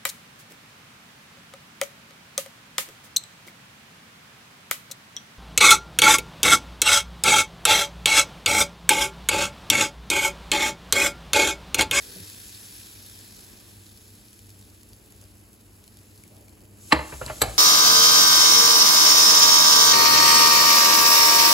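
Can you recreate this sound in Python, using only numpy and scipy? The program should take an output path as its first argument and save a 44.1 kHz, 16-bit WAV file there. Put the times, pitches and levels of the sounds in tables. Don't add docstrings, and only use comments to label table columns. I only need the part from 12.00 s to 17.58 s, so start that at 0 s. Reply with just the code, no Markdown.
import sys
import numpy as np
from scipy import signal
from scipy.fft import rfft, irfft, next_fast_len
from scipy.io import wavfile
from scipy.ndimage import uniform_filter1d

SR = 44100
rng = np.random.default_rng(int(sys.argv[2]) if len(sys.argv) > 2 else 0)


def to_wav(sig):
    pcm = np.clip(np.atleast_2d(sig), -1, 1) * 32767
    pcm = np.round(pcm).astype(np.int16)
    wavfile.write(sys.argv[1], SR, pcm.T)


N = 246078
LEAD_IN_S = 0.02

# pitch_hz, level_db, t60_s
PLATE_MODES = [(233, 3, 0.054), (317.4, 1, 0.065), (430, -1.5, 0.038), (519, -1, 0.035), (620, 5.5, 0.042),
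               (663, -1.5, 0.046), (728, -10, 0.052), (770, -8, 0.064), (812, -7, 0.04), (883, -2, 0.057),
               (980, -7, 0.06), (1076, 4, 0.02), (1190, -0.5, 0.025), (1245, -4, .03), (1384, 4.5, 0.02),
               (1550, -7, 0.018), (1706, 3.5, 0.015), (1800, -4, 0.02), (2014, -7, 0.026),
               (2110, -3, 0.037), (2240, -4, .02), (2400, 1, 0.02), (2560, -5, 0.022), (2710, 4.5, 0.015),
               (2940, 5.5, 0.016), (3260, 2.5, 0.013), (3650, -1, 0.0089), (4220, 6.5, 0.011),
               (4800, 1, .008), (5400, -4, .008)]


def amp(db):
    return 10 ** (np.asarray(db) / 20)


def unit_rms(x):
    return x / np.sqrt(np.mean(x ** 2) + 1e-20)


def at_hz(points, hz, column=1):
    table = np.transpose(points)
    return np.interp(np.log(hz + 1), np.log(table[0] + 1), table[column])


def coloured(x, colour):
    size = next_fast_len(N)
    gain = amp(at_hz(colour, np.fft.rfftfreq(size, 1 / SR)))
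    return unit_rms(irfft(rfft(x, size) * gain, size)[:, :N])


def band(x, low_hz, top_hz):
    passed = signal.sosfilt(signal.butter(3, [low_hz, top_hz], "band", fs=SR, output="sos"), x)
    return passed / np.sqrt((top_hz - low_hz) / SR * 2)


def drift(smooth_s):
    size = round(smooth_s * SR)
    return unit_rms(uniform_filter1d(uniform_filter1d(rng.standard_normal(N), size), size))


def house():
    # time_s, level_db
    envelope = [(0, -54), (.3, -56), (.6, -56.5), (1.5, -53.5), (2, -57), (3.0, -56.5), (4.2, -56.5),
                (4.8, -54.5), (5.58, -48.5)]
    # freq_hz, gain_db
    colour = [(15, -45), (30, -21), (42, 0.5), (52, 2), (65, 2.5), (80, 0), (140, -7.5), (200, -1.5),
              (270, -8), (330, -3.5), (400, -9.5), (550, -14), (900, -18), (1500, -21.5), (3000, -21),
              (5000, -78)]
    # pitch_hz, width_hz, level_db
    hum_lines = [(98.8, 7.7, -56.5), (120.3, 6.4, -67), (203.3, 8.7, -67), (235, 6.3, -68.5),
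                 (301.3, 14.5, -67.5), (426, 16, -72)]
    throb_period_s, throb_crest_s, throb_depth = 0.752, 1.08, 0.29
    t = np.arange(N) / SR
    murmur_db = np.interp(t, *np.transpose(envelope)) + 1.1 * drift(0.019)
    sound = amp(murmur_db) * coloured(rng.standard_normal((2, N)), colour)
    throb = 1 + throb_depth * np.cos(2 * np.pi * (t - throb_crest_s) / throb_period_s)
    for hz, width_hz, db in hum_lines:
        waver = 0.5 * (drift(0.38 / width_hz) + 1j * drift(0.31 / width_hz))
        strength = throb if hz == hum_lines[0][0] else 1
        sound += amp(db) * ((strength + waver) * np.exp(2j * np.pi * hz * t)).real
    return sound


def kitchen_reverb(x, level_db=-15, delay_s=0.0037):
    # freq_hz, t60_s
    decay = [(100, 0.099), (500, 0.59), (2000, 0.46), (5000, 0.4), (12000, 0.18)]
    hz, t, spectra = signal.stft(rng.standard_normal((2, SR // 2)), SR, nperseg=256)
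    tail = signal.istft(spectra * amp(-60 * t / at_hz(decay, hz)[:, None]), SR, nperseg=256)[1]
    tail = np.pad(tail, ((0, 0), (round(delay_s * SR), 0)))
    return amp(level_db) * signal.fftconvolve(x, tail / np.linalg.norm(tail[0]), axes=1)[:, :N]


def bubbling(rate_per_s, spread_db, grain, flicker_db):
    sizes = amp(spread_db * np.minimum(rng.exponential(1, N), 3.2))
    onsets = rng.random(N) < rate_per_s / SR
    bursts = signal.lfilter([1], [1, -np.exp(-1 / (0.0012 * SR))], sizes * onsets)
    envelope = amp(flicker_db * drift(0.0049)) * np.sqrt(1 + (grain * unit_rms(bursts)) ** 2)
    return envelope * rng.standard_normal((2, N))


def patchy(x, depth_db):
    spectra = signal.stft(x, nperseg=256)[2]
    patches = uniform_filter1d(rng.standard_normal(spectra.shape[1:]), size=8, axis=0)
    patches = uniform_filter1d(patches, size=24, axis=1)
    return signal.istft(spectra * amp(depth_db * unit_rms(patches)), nperseg=256)[1][:, :N]


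def rim_hiss(level_db=-60.5):
    # freq_hz, gain_db
    colour = [(2500, -27), (3900, -13), (4800, -4), (5600, -11), (6300, -6), (8000, -0.5), (11000, 0.5),
              (13000, -3), (16000, -7.5)]
    bubbles = bubbling(rate_per_s=250, spread_db=3.2, grain=0.9, flicker_db=1.8)
    return amp(level_db) * patchy(coloured(bubbles, colour), depth_db=0.7)


def batter_fizz():
    # freq_hz, gain_db
    colour = [(500, -20.5), (900, -12), (1300, -12.5), (1650, -4.5), (2240, -7.5), (2500, -1.5), (2800, -7),
              (3400, -2.5), (3900, -2), (4500, -2), (5300, -1), (6300, -4), (8000, -1.5), (10500, 0),
              (12000, -1), (14000, -9), (16000, -9)]
    # centre_s, gain_db, width_s
    swells = [(.8, 1.5, 0.034), (1.0, 1.5, 0.53), (3.2, 2.5, 0.097), (4.1, 4, 0.26), (4.65, -1.5, .2)]
    start_db, calming_db_per_s, simmer_db = -42.5, 5.5, -61.5
    shut_s, covered_db = 4.92, -64
    t = np.arange(N) / SR
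    level_db = np.where(t < shut_s, np.maximum(start_db - calming_db_per_s * t, simmer_db), covered_db)
    level_db += sum(db * np.exp(-((t - centre_s) / width_s) ** 2) for centre_s, db, width_s in swells)
    bubbles = bubbling(rate_per_s=500, spread_db=1.5, grain=0.51, flicker_db=0.88)
    return amp(level_db) * patchy(coloured(bubbles, colour), depth_db=0.84)


def pops():
    # start_s, spit_db, pitch_hz, ring_db
    bursts = [(0.1685, -28, 3930, -48), (1.865, -36, 3830, -50), (1.9737, -36, 4750, -52),
              (2.0795, -41, 7040, -52), (2.1515, -44, 7820, -52), (2.284, -40, 6250, -55),
              (2.3304, -34, 7590, -52), (2.391, -35, 7090, -48), (2.493, -34, 7550, -54),
              (2.503, -34, 4400, -47), (2.592, -44, 7100, -52), (2.6117, -37, 7900, -47),
              (2.700, -44, 4780, -52), (2.810, -38, 4790, -53), (2.832, -32.5, 7400, -50),
              (2.8886, -42, 7850, -54), (2.932, -34.5, 4800, -43), (3.1227, -37, 6900, -49),
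              (3.2132, -36, 6860, -51), (3.2393, -38, 4770, -51), (3.5307, -39, 7550, -52),
              (3.84, -35.5, 7660, -53), (3.878, -34, 4150, -48), (3.9708, -36, 6950, -52),
              (3.989, -41, 7370, -53), (4.1587, -42, 5180, -54), (4.1767, -41, 7560, -53),
              (4.237, -35, 2230, -41), (4.366, -38.5, 7600, -54), (4.4825, -36.5, 2300, -44),
              (4.494, -43, 4200, -52), (4.606, -42, 3000, -55), (4.652, -41, 3000, -55),
              (4.8118, -42, 7290, -50)]
    # freq_hz, gain_db
    colour = [(800, -18), (2000, -6), (4000, -3), (7000, 0), (11000, 3.5), (14000, -6), (16000, -9)]
    rise_s, spit_fade_s, ring_fade_s = 0.0004, 0.0017, 0.0028
    spits, rings = np.zeros((2, 2, N + SR))
    t = np.arange(SR // 20) / SR
    attack = np.minimum(t / rise_s, 1)
    for start_s, spit_db, hz, ring_db in bursts:
        at = slice(round(start_s * SR), round(start_s * SR) + len(t))
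        noise = 0.5 * rng.standard_normal((2, len(t)))
        spits[:, at] += amp(spit_db) * noise * np.exp(-t / spit_fade_s) * attack
        rings[0, at] += amp(ring_db) * np.sin(2 * np.pi * hz * t) * np.exp(-t / ring_fade_s) * attack
    return coloured(spits[:, :N], colour) * np.std(spits[:, :N]) + rings[:, :N]


def steam(split_hz=4500):
    # freq_hz, gain_db
    colour = [(1000, -24), (3000, -6.5), (5000, -5), (6000, -3.5), (7500, 0.5), (11000, -1.5), (12500, -5),
              (14000, -16), (16000, -12)]
    # time_s, level_db, gain_below_split_db
    envelope = [(4.7, -78, -10), (4.78, -61, -9), (4.825, -50.5, -7), (4.89, -47, -3), (4.92, -43, -3),
                (4.98, -50, -5), (5.08, -45, 1), (5.2, -44.5, -0.5), (5.58, -42, 2)]
    t = np.arange(N) / SR
    time_s, level_db, low_db = np.transpose(envelope)
    hiss = coloured(bubbling(rate_per_s=330, spread_db=3.3, grain=0.38, flicker_db=0.44), colour)
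    low = signal.sosfiltfilt(signal.butter(3, split_hz, fs=SR, output="sos"), hiss)
    hiss = hiss - low + amp(np.interp(t, time_s, low_db)) * low
    return amp(np.interp(t, time_s, level_db)) * hiss


def counter_thump(t, hz, rise_s):
    fade_s, overshoot, drop_s = 0.046, 2.98, 0.00524
    knock_ratio, knock_db, knock_fade_s, sudden_s = 2.164, 4, 0.0118, 0.0095
    turns = hz * (t + overshoot * drop_s * (1 - np.exp(-t / drop_s)))
    thump = np.sin(2 * np.pi * turns) * (1 - np.exp(-t / rise_s)) ** 2 * np.exp(-t / fade_s)
    knock = np.sin(2 * np.pi * knock_ratio * hz * t) * t / knock_fade_s * np.exp(-t / knock_fade_s)
    return thump + amp(knock_db) * min(sudden_s / rise_s, 1) ** 1.07 * knock


def contact_noise(length_s, graze_db=-11.5, graze_s=0.0044):
    t = np.arange(SR // 2) / SR - LEAD_IN_S
    impact = np.exp(-(t / length_s) ** 2) * np.clip(t / (0.075 * length_s), 0, 1)
    graze = amp(graze_db) * np.exp(-abs(t) / graze_s)
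    return rng.standard_normal((2, len(t))) * (impact + graze)


def ringing(drive, modes):
    t = np.arange(SR // 2) / SR
    ring = sum(amp(db - 60 * t / t60_s) * np.sin(2 * np.pi * hz * t) for hz, db, t60_s in modes)
    return signal.oaconvolve(drive, ring[None] / np.linalg.norm(ring), axes=1)[:, :N]


def free_ring(t, favoured_hz):
    width_octaves, t60_stretch, rise_s = 0.064, 2.2, 0.0036
    ring = np.zeros(len(t))
    for hz, _, t60_s in PLATE_MODES:
        weight = sum(np.exp(-(np.log2(hz / near) / width_octaves) ** 2) for near in favoured_hz)
        ring += weight * amp(-60 * t / (t60_stretch * t60_s)) * np.sin(2 * np.pi * hz * t)
    return ring * np.minimum(t / rise_s, 1)


def waffle_iron():
    # start_s, plates_db, chatter_db, catch_db, thump_db, thump_hz, thump_rise_s,
    # length_s, low_hz, top_hz, ring_db, favoured_1_hz, favoured_2_hz
    blows = [(.159, -53, -80, -80, -50, 179.4, 0.0042, 0.012, 151, 584, -70, 320, 430),
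             (0.197, -60, -73, -80, -42.5, 82.3, 0.0064, .01, 149, 407, -68, 233, 320),
             (4.922, -7.5, -23.5, -22.5, -52, 69, 0.0081, 0.0075, 770, 4200, -11.5, 1185, 1800),
             (4.9265, -11.5, -21.5, -30, -17, 69.4, 0.027, 0.0056, 224, 4800, -15, 310.4, 620),
             (4.963, -35, -45, -45, -50, 69, .007, .005, 700, 2500, -29, 2080, 980),
             (4.989, -35.5, -49, -46, -35, 68.4, .007, 0.025, 300, 2510, -29, 865, 2014),
             (5.122, -39, -40, -59, -31.5, 66.1, 0.018, 0.02, 400, 2480, -40, 1830, 1550),
             (5.213, -34, -34.5, -49, -30, 56.6, .015, 0.0092, 400, 1540, -28, 526, 1396),
             (5.262, -32, -41, -30, -36, 60, 0.0066, 0.0025, 3800, 5200, -47, 2710, 4290),
             (5.298, -31.5, -36, -45, -35.5, 54.6, 0.0053, 0.011, 458, 2130, -26.5, 620, 1640),
             (5.4167, -21.5, -23.5, -15, -27, 53.8, 0.005, 0.0094, 297, 8500, -24, 430, 1245),
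             (5.435, -32, -44, -26, -59, 53, 0.0076, 0.0059, 600, 3800, -25.5, 748, 650),
             (5.472, -46.5, -54, -34.5, -29.5, 50.5, 0.0062, 0.041, 534, 960, -33, 760, 670)]
    # start_s, length_s, level_db, low_hz, top_hz
    rubs = [(0, 0.24, -60, 285, 503), (4.299, 0.2, -66, 493, 860), (4.6, 0.1, -69, 395, 800),
            (5.278, 0.033, -39.5, 800, 4000)]
    # pitch_hz, level_db, t60_s
    catch_modes = [(2275, -2.5, 0.029), (4050, -9, 0.011), (4140, 1, 0.013), (4580, 1.5, 0.013),
                   (4750, -6, 0.0079), (6400, -30, 0.0051), (7470, -4, 0.026), (7930, 5.5, 0.019),
                   (8240, -1, 0.0064), (10160, 6, 0.0089), (11570, 4.5, 0.0084), (11950, 4, 0.0066),
                   (14900, -5, 0.0066)]
    chatter_fade_s, chatter_band_hz, catch_chatter_db = 0.022, (249, 3400), -15
    tracks = np.zeros((4, 2, N + SR))
    plates, catch, thump, ring = tracks
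    t = np.maximum(np.arange(SR // 2) / SR - LEAD_IN_S, 0)
    settling = np.exp(-t / chatter_fade_s)
    for (start_s, plates_db, chatter_db, catch_db, thump_db, thump_hz, thump_rise_s,
         length_s, low_hz, top_hz, ring_db, *favoured_hz) in blows:
        at = slice(round(start_s * SR), round(start_s * SR) + len(t))
        contact = contact_noise(length_s)
        chatter = rng.standard_normal((2, len(t))) * settling * np.minimum(t / length_s, 1)
        plates[:, at] += amp(plates_db) * band(contact, low_hz, top_hz)
        plates[:, at] += amp(chatter_db) * band(chatter, *chatter_band_hz)
        catch_drive = contact + amp(catch_chatter_db) * chatter * settling
        catch_band = signal.butter(2, [low_hz, 2 * top_hz], "band", fs=SR, output="sos")
        catch[:, at] += amp(catch_db) * signal.sosfilt(catch_band, catch_drive)
        thump[:, at] += amp(thump_db) * counter_thump(t, thump_hz, thump_rise_s)
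        ring[:, at] += amp(ring_db) * free_ring(t, favoured_hz)
    for start_s, length_s, db, low_hz, top_hz in rubs:
        at = slice(round(start_s * SR), round(start_s * SR) + len(t))
        plates[:, at] += amp(db) * band(contact_noise(length_s), low_hz, top_hz)
    plates, catch, thump, ring = tracks[:, :, round(LEAD_IN_S * SR):]
    bare_contact = 0.5 * plates + 0.28 * catch
    metal = 0.44 * ringing(plates, PLATE_MODES) + 1.12 * ringing(catch, catch_modes)
    return metal + (bare_contact + thump + ring)[:, :N]


def ports(x, likeness, balance, lead):
    size = next_fast_len(N + SR)
    hz = np.fft.rfftfreq(size, 1 / SR)
    shared, unshared = rfft(x, size)
    alike = np.clip(at_hz(likeness, hz), 0, 1)
    half_tilt = amp(at_hz(balance, hz, column=-1) / 2)
    half_lead = np.exp(1j * np.pi * np.interp(hz, *np.transpose(lead)))
    left = shared / half_lead * half_tilt
    right = (alike * shared * half_lead + np.sqrt(1 - alike ** 2) * unshared) / half_tilt
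    return irfft(np.array([left, right]), size)[:, :N]


def scene():
    # freq_hz, likeness_0_to_1, left_over_right_db
    bed_image = [(60, 0.97, 3.5), (200, 0.74, 1.5), (400, 0.63, -2), (800, 0.56, -1), (1390, 0.43, -2),
                 (2030, 0.11, -1), (3160, 0.43, 3), (4400, 0.94, 0), (5900, 0.2, 2), (6500, 1, 0),
                 (16000, 1, 0)]
    # freq_hz, lead_turns
    bed_lead = [(0, 0), (1300, -0.04), (2200, 0.34), (3100, 0.2), (4000, 0), (6900, 0), (15300, 2),
                (17000, -11)]
    # freq_hz, likeness_0_to_1
    iron_likeness = [(60, 1), (130, 1), (290, 0.91), (640, 0.6), (1100, 0.85), (2000, 0.9), (4000, 0.92),
                     (7000, 0.66), (15000, .8)]
    # freq_hz, left_over_right_db
    iron_balance = [(60, 2), (130, 1.3), (290, -3), (640, -0.5), (1100, -1), (3100, 0.5), (6820, 1),
                    (15000, .3)]
    # freq_hz, lead_turns
    iron_lead = [(0, 0), (500, 0.14), (1300, 0.12), (2200, 0.25), (4000, -0.03), (7100, 0.07), (15500, 2),
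                 (17000, 2.3)]
    iron, bubbles = waffle_iron(), pops()
    bed = bubbles + kitchen_reverb(bubbles) + steam() + batter_fizz() + rim_hiss() + house()
    iron = ports(iron + kitchen_reverb(iron), iron_likeness, iron_balance, iron_lead)
    return iron + ports(bed, bed_image, bed_image, bed_lead)


def record(dry):
    low_hz, top_hz = 15.0, 15950
    capsules = signal.sosfilt(signal.butter(2, low_hz, "high", fs=SR, output="sos"), dry)
    band_limit = signal.firwin(511, top_hz, window=("kaiser", 9), fs=SR)
    return signal.oaconvolve(np.clip(capsules, -1, 1), band_limit[None], "same")


dry = scene()
out = record(dry)
to_wav(out)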